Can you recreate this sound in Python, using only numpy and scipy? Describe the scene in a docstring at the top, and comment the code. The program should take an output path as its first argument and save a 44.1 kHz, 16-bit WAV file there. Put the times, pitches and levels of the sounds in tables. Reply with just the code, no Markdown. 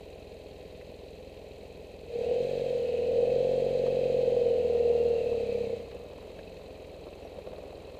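"""Motorcycle pulling away over gravel

A parallel twin, heard from the rider's helmet, idles, pulls away on a slipping clutch and coasts on.
Firing pulses excite the exhaust; with the throttle open, jolts of intake air make the airbox honk.
Knocks shake the block, tapped noise forms the valve gear, and phase-modulated tones whine as gears.
Filtered random grains are the gravel under the tyres, with short bursts for the popping stones."""
import sys
import numpy as np
from scipy import signal
from scipy.fft import rfft, irfft
from scipy.io import wavfile
from scipy.ndimage import uniform_filter1d

SR = 44100
rng = np.random.default_rng(int(sys.argv[2]) if len(sys.argv) > 2 else 0)


def bounce(signal):
    """Save signal as a 16-bit WAV file at the path given by the first command-line argument."""
    frames = np.transpose(np.atleast_2d(signal))
    limited = np.clip(frames, -1, 1)
    pcm = np.round(limited * 32767).astype(np.int16)
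    wavfile.write(sys.argv[1], SR, pcm)


N = 352359
T = np.arange(N) / SR
IDLE_HZ = 42  # crank turns per second above which the engine counts as racing


def undb(db):
    """Amplitude ratio of a level: a factor of ten for every 20 dB."""
    return 10 ** (np.asarray(db) / 20)


def curves(table):
    """Linear interpolation in time of each column after the first."""
    s, *columns = np.transpose(table)
    return [np.interp(T, s, c) for c in columns]


def ramp(start_s, takes_s):
    """A linear transition from 0 to 1."""
    return np.clip((T - start_s) / takes_s, 0, 1)


def bump(x, centre, half_width):
    """A Gaussian bell of height 1, down to 1/e at the half width."""
    return np.exp(-((x - centre) / half_width) ** 2)


def tap(phase, rise):
    """A critically damped pulse peaking after `rise` turns; phase is the share of the two-turn cycle."""
    age = 2 * phase / rise
    return age * np.exp(1 - age)


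def noise():
    """White noise: equal power at all frequencies."""
    return rng.standard_normal(N)


def wander(per_s):
    """Smoothed random steps: a slow drift with a spread near 1."""
    hold = int(SR / per_s)
    steps = rng.standard_normal(N)[np.arange(N) // hold]
    return 1.3 * uniform_filter1d(uniform_filter1d(steps, size=hold), size=hold)


def steady(x):
    """Normalisation by the running rms, smoothed over about a quarter second."""
    power = uniform_filter1d(uniform_filter1d(x * x, size=SR // 7), size=SR // 7)
    return x / np.sqrt(power + 1e-14)


def ring(x, hz, width_hz):
    """A single resonance with unit gain at its centre."""
    return signal.lfilter(*signal.iirpeak(hz, hz / width_hz, fs=SR), x)


def colour(x, points):
    """Minimum-phase filtering: a body of given response (frequency_hz, level_db) rings only after a blow."""
    size = 8192
    hz, db = np.transpose(points)
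    bin_hz = np.arange(size // 2 + 1) * SR / size
    gain = undb(np.interp(np.log(bin_hz + 1), np.log(hz), db))
    # folding the cepstrum onto positive times makes the response causal
    cepstrum = irfft(np.log(gain))
    cepstrum[1:size // 2] *= 2
    cepstrum[size // 2 + 1:] = 0
    response = irfft(np.exp(rfft(cepstrum)))
    return signal.fftconvolve(x, response / np.linalg.norm(response))[:N]


def strokes(turn):
    """Periodic motion: share of the period gone by, cylinder (+1 or -1), two chance values held for it."""
    count = np.floor(turn).astype(int)
    chance = rng.standard_normal((count.max() + 4, 2))[count]
    cylinder = 1 - 2 * (count % 2)
    return turn % 1, cylinder, chance[:, 0], chance[:, 1]


def wraps(phase):
    """An impulse train: one unit pulse each time a phase starts over."""
    return (np.diff(phase, prepend=phase[0]) < 0) * 1.


def clicks(table, body, decay_s):
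    """Exponentially decaying noise bursts, given as (start_s, level_db), excite a body."""
    cracks = sum(undb(db) * (T >= s) * np.exp(-np.abs(T - s) / decay_s) for s, db in table)
    return colour(cracks * noise(), body)


def firings(turn, body, at, lump_db, scatter_db, push=0, push_after=1 / 3):
    """Impulse excitation: a puff a turn from unequal cylinders, and a weaker piston push, ring a body."""
    phase, cylinder, chance, _ = strokes(turn - at)
    puffs = wraps(phase) + push * wraps((phase - push_after) % 1)
    puff_gain = undb(scatter_db * chance - cylinder * lump_db)
    return steady(colour(puffs * puff_gain, body))


def exhaust(turn, crank_hz, load):
    """Pipe resonance under pulses: it chugs lumpily at idle, evenly under load, and drones when lugging."""
    # exhaust response at idle, under load and lugging: frequency_hz, level_db (relative)
    idle_pipe = [(14, -17), (21, -17), (42, -5.5), (63, 7.5), (84, -0.5), (105, -9), (140, -10.5),
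                 (168, -11), (188, -2.5), (215, -17), (300, -10.5), (500, -34.5), (1200, -81.5)]
    loaded_pipe = [(22, -23), (44, -1), (74, 14.5), (92, -4.5), (115, -5.5), (138, 5.5), (160, 0),
                   (180, -8), (206, 2), (232, 5), (275, -2), (350, -8.5), (550, -12.5), (800, -14.5),
                   (1400, -65)]
    lugging_pipe = [(22, -28), (35, -5), (68, 5), (102, 4), (136, 0.5), (170, -19), (203, 9), (238, -0.5),
                    (275, -2), (350, -9.5), (550, -11), (800, -20.5), (1400, -65)]
    idling = -firings(turn, idle_pipe, at=0.251, lump_db=3.0, scatter_db=1.0)
    pulling = firings(turn, loaded_pipe, at=.58, lump_db=0.23, scatter_db=1.0, push=0.13)
    lugging = firings(turn, lugging_pipe, at=0.84, lump_db=0.4, scatter_db=0.0)
    lug_hz, lug_span_hz = 39.44, 3  # lugging sets in below this crank speed, over this span
    lug = np.clip((lug_hz - crank_hz) / lug_span_hz, 0, 1)
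    pipe = (1 - load) * idling + load * ((1 - lug) * pulling + lug * lugging)
    # an all-pass: a chamber holds part of each puff back and spreads it out in time
    return steady(2 * ring(pipe, hz=160, width_hz=90) - pipe)


def intake(turn, crank_hz):
    """Impulsive excitation of airbox modes: jolts fall in and out of step with the ring, so it throbs."""
    # jolts as an inlet valve opens, throttles and shuts the stream, one list for each cylinder:
    # place_turns (in the two-turn cycle), strength (suction positive)
    jolts_by_cylinder = [
        [(1.695, 2.5), (1.995, -1.39), (2.129, -0.3), (2.265, -0.2)],
        [(.682, 1.62), (.976, -1.66), (1.1, -.65), (1.295, 0.92)],
    ]
    # airbox and duct modes as each cylinder meets them: frequency_hz, width_hz, gain (signed)
    modes_by_cylinder = [
        [(473, 29.3, 1.384), (519.4, 37, -0.67), (643, 78, -0.116), (711, 35, -0.088)],
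        [(471.1, 19.5, 1.45), (543.8, 43.7, -0.57), (626.6, 100, -0.132)],
    ]
    # air drawn in, with a last gulp as the engine recovers: time_s, level_db
    air_level = [(2.0, -54), (2.1, -24), (2.16, -13.5), (2.26, -8), (2.36, -9), (2.5, -9.5), (2.9, -11.5),
                 (3.2, -6.5), (3.6, -7), (4.3, -7), (5.1, -7), (5.4, -9.5), (5.72, -12), (5.78, -17.5),
                 (5.82, -20.5), (5.87, -26), (5.95, -23), (6.1, -58)]
    lug_hz = 39.5
    jolt_s, jitter_s, scatter_db = 0.00037, .00005, 1.12
    rush_db, rush_hz, rush_width_hz = -15, 520, 220
    honk = 0
    for jolts, modes in zip(jolts_by_cylinder, modes_by_cylinder):
        push = 0
        opens = jolts[0][0]
        for place, strength in jolts:
            # when the engine lugs, the jolts keep their spacing in time
            place = opens + (place - opens) * np.minimum(crank_hz / lug_hz, 1)
            phase, _, size, late = strokes((turn - place + 1) / 2)
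            after_s = (2 * phase - 1) / crank_hz
            push = push + strength * undb(scatter_db * size) * bump(after_s, jitter_s * late, jolt_s)
        honk = honk + sum(gain * ring(push, hz, width) for hz, width, gain in modes)
    hiss = ring(ring(noise(), rush_hz, rush_width_hz), rush_hz, rush_width_hz)
    rush = uniform_filter1d(np.abs(honk), size=200) * steady(hiss)
    high_pass = signal.butter(4, 300, "high", fs=SR, output="sos")
    low_pass = signal.butter(6, 850, fs=SR, output="sos")
    air = signal.sosfilt(high_pass, honk + undb(rush_db) * rush)
    air_db, = curves(air_level)
    return signal.sosfilt(low_pass, air) * undb(air_db)


def block(turn, crank_hz, load):
    """Forced vibration: knocks ring the crankcase and set off chatter that repeats more under load."""
    # knocks: place_turns (in the two-turn cycle), rise_turns, level_db (relative), ringing_hz
    knocks = [(0.198, 0.15, -2.5, 500), (0.429, 0.18, -2, 628), (1.173, 0.17, 0.5, 427.4),
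              (1.6, 0.18, -1, 489)]
    # response of the block: frequency_hz, level_db (relative)
    block_response = [(100, -9), (140, -5.5), (200, -6.5), (310, -13.5), (410, -2), (480, -2), (560, -2.5),
                      (690, -11), (790, -12), (940, -24), (1010, -19.5), (1150, -32), (1800, -38)]
    idle_db, load_db = -47.0, -45
    scatter_db, ring_db, ring_spread = 1, -2, 0.025
    repeat_db, repeat_load_db = -12, 11  # repeating chatter at idle, and what load adds
    force, rings = 1.0, 0  # the force starts from a constant bed
    for place, rise, db, hz in knocks:
        phase, _, size, detune = strokes((turn - place) / 2)
        knock = undb(db + scatter_db * size) * tap(phase, rise)
        force = force + knock
        ringing_hz = hz * (1 + ring_spread * detune)
        rings = rings + knock * np.sin(2 * np.pi * ringing_hz * 2 * phase / crank_hz)
    # one random pattern, read again in every two-turn cycle
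    places = np.linspace(0, 2, 256)
    pattern = np.interp(turn % 2, places, rng.standard_normal(len(places)))
    band = signal.butter(2, [140, 2500], "band", fs=SR, output="sos")
    loose = signal.sosfilt(band, noise())
    chatter = force * (steady(loose) + undb(repeat_db + repeat_load_db * load) * steady(pattern))
    shaken = steady(colour(chatter, block_response)) + undb(ring_db) * steady(rings)
    return steady(shaken) * undb(idle_db + (load_db - idle_db) * load)


def valve_gear(turn, load):
    """Amplitude-modulated noise: valves tap in a fixed order over the cam chain's rustle in the covers."""
    # valves closing: place_turns (in the two-turn cycle), level_db (relative), ringing_hz
    valves = [(.19, 4, 2464), (0.419, -5.5, 3800), (.96, -7, 4010), (1.31, 5, 2574), (1.419, 6, 4020),
              (1.569, 5, 2530), (1.588, 0, 4070)]
    # response of the valve gear: frequency_hz, level_db (relative)
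    rustle_response = [(1000, -13), (1450, -12.5), (2000, -5), (2350, -2), (2580, 2), (2850, -4.5),
                       (3150, -3), (3450, -9), (3750, -2), (4100, 0.5), (4600, -7), (5400, -19.5),
                       (6400, -14.5), (8200, -18), (10000, -30)]
    # resonances of the engine covers: frequency_hz, width_hz, level_db (relative)
    cover_modes = [(1864, 120, -8.5), (2578, 43, -3.5), (3220, 79, -8.5), (4850, 160, -17.5)]
    rise_turns, tap_width_hz, cover_db = 0.054, 600, -7.0
    idle_chain, load_chain = 1.22, 2.5  # gain of the chain rustle
    taps = 0
    for place, db, hz in valves:
        phase, *_ = strokes((turn - place) / 2)
        body = ring(ring(noise(), hz, tap_width_hz), hz, tap_width_hz)
        taps = taps + body / body.std() * undb(db) * tap(phase, rise_turns)
    cover_noise = sum(undb(db) * ring(noise(), hz, width) for hz, width, db in cover_modes)
    covers = ring(cover_noise, hz=2780, width_hz=1200)
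    rustle = steady(colour(noise(), rustle_response)) + undb(cover_db) * steady(covers)
    chain = (idle_chain + (load_chain - idle_chain) * load) * rustle
    # the chain whips once in four turns
    return steady((taps + chain) * (1 + .08 * np.sin(np.pi * turn / 2)))


def chain_slap(turn):
    """Repeated impact: the loaded cam chain slaps its guide each cycle, and one cover resonates."""
    # slaps: place_turns (in the two-turn cycle), level_db (relative)
    slaps = [(0.151, -5.5), (0.359, 0), (.72, -0.5), (1.059, 2), (1.32, -3.5), (1.56, -3.5)]
    # course of the slapping: time_s, level_db (relative)
    slap_level = [(2.05, -84), (2.25, -57.5), (2.75, -65), (2.95, -52), (3.15, -60.5), (3.33, -54.5),
                  (3.6, -73), (3.85, -60), (4.05, -54), (4.25, -60), (4.5, -63), (5.0, -67), (5.22, -65),
                  (5.55, -56), (5.7, -69), (5.9, -80)]
    decay_turns, scatter_db = 0.18, 2
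    hit_hz, hit_width_hz, cover_db, level_db = 2600, 650, -2, -2
    force = 0
    for place, db in slaps:
        phase, _, size, _ = strokes((turn - place) / 2)
        force = force + undb(db + scatter_db * size) * np.exp(-2 * phase / decay_turns)
    hits = ring(ring(force * noise(), hit_hz, hit_width_hz), hit_hz, hit_width_hz)
    cover = ring(hits, hz=2572, width_hz=55)
    slap_db, = curves(slap_level)
    return steady(steady(hits) + undb(cover_db) * steady(cover)) * undb(slap_db + level_db)


def injector(turn, load):
    """Gated band noise: a fine, bright tick once a cycle, whose place in the cycle moves with load."""
    at_turns, load_shift_turns, rise_turns = .3, 0.82, 0.048
    idle_db, load_db = -66, -64
    tick_hz, tick_width_hz = 7300, 4000
    phase = (turn - at_turns - load_shift_turns * load) / 2 % 1
    spit = steady(ring(ring(noise(), tick_hz, tick_width_hz), tick_hz, tick_width_hz))
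    return spit * tap(phase, rise_turns) * undb(idle_db + (load_db - idle_db) * load)


def gears(turn, crank_hz, torque):
    """Tooth meshing: the loaded primary gear whines, wavering each turn, louder at a cover resonance."""
    teeth = 35
    level_db, racing_db = -60, -0.5  # the second is added per turn per second above idle
    mesh_db, cover_db = -12, -9  # the fundamental against its octave, and the cover's share
    blur = steady(signal.sosfilt(signal.butter(2, 45, fs=SR, output="sos"), noise()))
    judder = 1.5 * np.sin(2 * np.pi * turn) / 2
    mesh = 2 * np.pi * teeth * turn + judder + 0.67 * blur
    whine = undb(mesh_db) * np.sin(mesh) + np.sin(2 * mesh)
    cover = ring(whine, hz=2600, width_hz=120)
    gear_db = level_db + racing_db * np.maximum(crank_hz - IDLE_HZ, 0)
    return (whine + undb(cover_db) * cover) * torque * undb(gear_db)


def gearbox(turn):
    """Modulated carrier: slow noise roughens the driven gears' whine, which throbs with the firings."""
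    # the whine climbs with road speed until the clutch locks, then sinks with the engine:
    # time_s, pitch_hz, level_db (relative)
    whine_course = [(4.5, 2560, -75), (4.78, 2670, -60), (5.0, 2765, -57.5), (5.15, 2785, -55.5),
                    (5.3, 2660, -57), (5.5, 2490, -61), (5.7, 2260, -69), (5.85, 2100, -85)]
    throb, level_db = 0.38, -3.5
    hz, db = curves(whine_course)
    blur = signal.sosfilt(signal.butter(4, 55, fs=SR, output="sos"), noise())
    carrier = np.sin(2 * np.pi * np.cumsum(hz) / SR)
    whine = blur * carrier * (1 + throb * np.cos(2 * np.pi * turn))
    return steady(whine) * undb(db + level_db)


def pings():
    """Resonance excited near its own pitch: short blows ring one cover while coasting."""
    # harder taps: start_s, level_db (before the cover's resonance)
    blow_list = [(6.474, -37), (6.565, -42), (7.131, -40), (7.222, -40), (7.897, -46)]
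    hz, width_hz, decay_s = 2590, 60, 0.0021
    blows = sum(undb(db) * (T >= s) * np.exp(-np.abs(T - s) / decay_s) for s, db in blow_list)
    return ring(blows * np.sin(2 * np.pi * hz * T), hz, width_hz)


def ticks():
    """Impulsive noise: sharp ticks of the machine, coloured by its response."""
    # ticks: start_s, level_db (before colouring)
    tick_list = [(.812, -50), (5.914, -52), (6.39, -51), (7.898, -58)]
    # response to a tick: frequency_hz, level_db (relative)
    tick_response = [(600, -20), (1200, 4), (2200, 9), (2600, 9), (3100, -4), (4200, -12), (6000, -22),
                     (12000, -23)]
    return clicks(tick_list, tick_response, decay_s=0.0068)


def squeak():
    """Frictional vibration: rubbing metal of the running gear sings faintly for an instant, with its octave."""
    start_s, length_s, hz, level_db, octave_db = 7.233, .042, 5680, -72, -4
    swell = np.sqrt(np.abs(np.sin(np.pi * np.clip((T - start_s) / length_s, 0, 1))))
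    tone = np.sin(2 * np.pi * hz * T)
    octave = np.sin(2 * np.pi * 2 * hz * T)
    return undb(level_db) * swell * (tone + undb(octave_db) * octave)


def gravel():
    """Granular noise: random stone impacts grind under the tyres, louder as the motorcycle gathers way."""
    # response of the gravel: frequency_hz, level_db (relative)
    gravel_response = [(80, -11.5), (200, -5), (330, -4.5), (480, 3.5), (620, 1.5), (800, -9.5),
                       (1100, -14), (1600, -24.5), (2600, -26), (4200, -34), (6000, -52), (12000, -51)]
    # patches of looser gravel: centre_s, half_length_s, extra_db
    loose_patches = [(6.098, 0.24, 4), (7.51, 0.074, 0.5), (7.722, 0.63, 3.5)]
    grains_per_s, roll_db = 700, -53.5
    grains = (rng.random(N) < grains_per_s / SR) * noise()
    loose_db = sum(db * bump(T, s, half_s) for s, half_s, db in loose_patches)
    moving = ramp(start_s=1.3, takes_s=3.2)
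    return steady(colour(grains, gravel_response)) * moving * undb(roll_db + loose_db)


def stones():
    """Impulsive noise: single stones pop from under the tyres."""
    # pops: start_s, level_db (relative)
    pop_list = [(3.8652, -28), (5.3284, -30), (5.912, -37), (5.946, -37), (6.3894, -35), (6.6072, -40),
                (7.0681, -32), (7.25, -36.5), (7.385, -34), (7.471, -30.5), (7.531, -33.5), (7.582, -33),
                (7.636, -34.5), (7.727, -36)]
    # response to a pop: frequency_hz, level_db (relative)
    stone_response = [(200, -4.5), (550, 18), (900, 0), (1400, -14), (2600, -18), (4200, -21.5),
                      (6000, -33), (12000, -46)]
    return undb(-2.5) * clicks(pop_list, stone_response, decay_s=0.0073)


def scene():
    """Superposition: crank speed, throttle and clutch drive the engine sounds; the tyres add the ground."""
    # the twin fires once a turn, the cylinders taking turns: time_s, crank_hz (turns per second)
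    crank_course = [(0.0, 41.76), (2.06, 42.1), (2.15, 32.59), (2.3, 41.25), (2.42, 46.09), (2.56, 47.57),
                    (2.68, 45.69), (2.88, 40.82), (2.98, 40.63), (3.15, 42.7), (3.35, 45.74), (3.6, 46.34),
                    (4.15, 45.59), (4.45, 43.4), (4.68, 39.71), (5.08, 39.46), (5.3, 36.59), (5.48, 33.7),
                    (5.62, 34.05), (5.8, 28.44), (6.02, 41.39), (6.39, 44.99), (6.63, 42.75), (7.99, 41.2)]
    crank_hz, = curves(crank_course)
    # the rider opens the throttle once and shuts it again
    throttle = ramp(start_s=2.027, takes_s=0.19) * (1 - ramp(start_s=5.635, takes_s=0.34))
    # nearly stalled, the engine briefly takes load and recovers
    gulp = .45 * bump(T, centre=5.955, half_width=.035)
    load = np.clip(throttle + gulp, 0, 1)
    # at idle the crank hunts ahead and behind, by a spread in turns
    turn = np.cumsum(crank_hz) / SR + .028 * (1 - load) * wander(per_s=5)
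    # the clutch first drags and loads the gears, then bites so that the engine pulls
    torque = load * ramp(start_s=1.9, takes_s=0.24)
    pull = load * ramp(start_s=2.96, takes_s=0.11)
    racing = np.maximum(crank_hz - IDLE_HZ, 0)
    # idle level, then what load, each extra turn per second and the pull add, in dB
    exhaust_db = -53 + (6.5 + 0.52 * racing) * load + 3 * pull
    # idle level, then what the throttle and each extra turn per second add, in dB
    valve_db = -60 + 6 * throttle + 0.42 * racing
    engine = exhaust(turn, crank_hz, load) * undb(exhaust_db)
    engine = engine + intake(turn, crank_hz) + block(turn, crank_hz, load)
    head = valve_gear(turn, load) * undb(valve_db) + chain_slap(turn) + injector(turn, load)
    metal = head + gearbox(turn) + gears(turn, crank_hz, torque) + ticks() + pings()
    ground = gravel() + stones()
    return (engine + metal + ground + squeak())[None]


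def record(dry):
    """Additive noise and band limiting: a faint hiss joins and a steep low-pass cuts the top."""
    hiss_db, top_hz = -72, 15150
    low_pass = signal.ellip(12, .2, 80, top_hz, fs=SR, output="sos")
    return signal.sosfilt(low_pass, dry + undb(hiss_db) * noise())


dry = scene()
out = record(dry)
bounce(out)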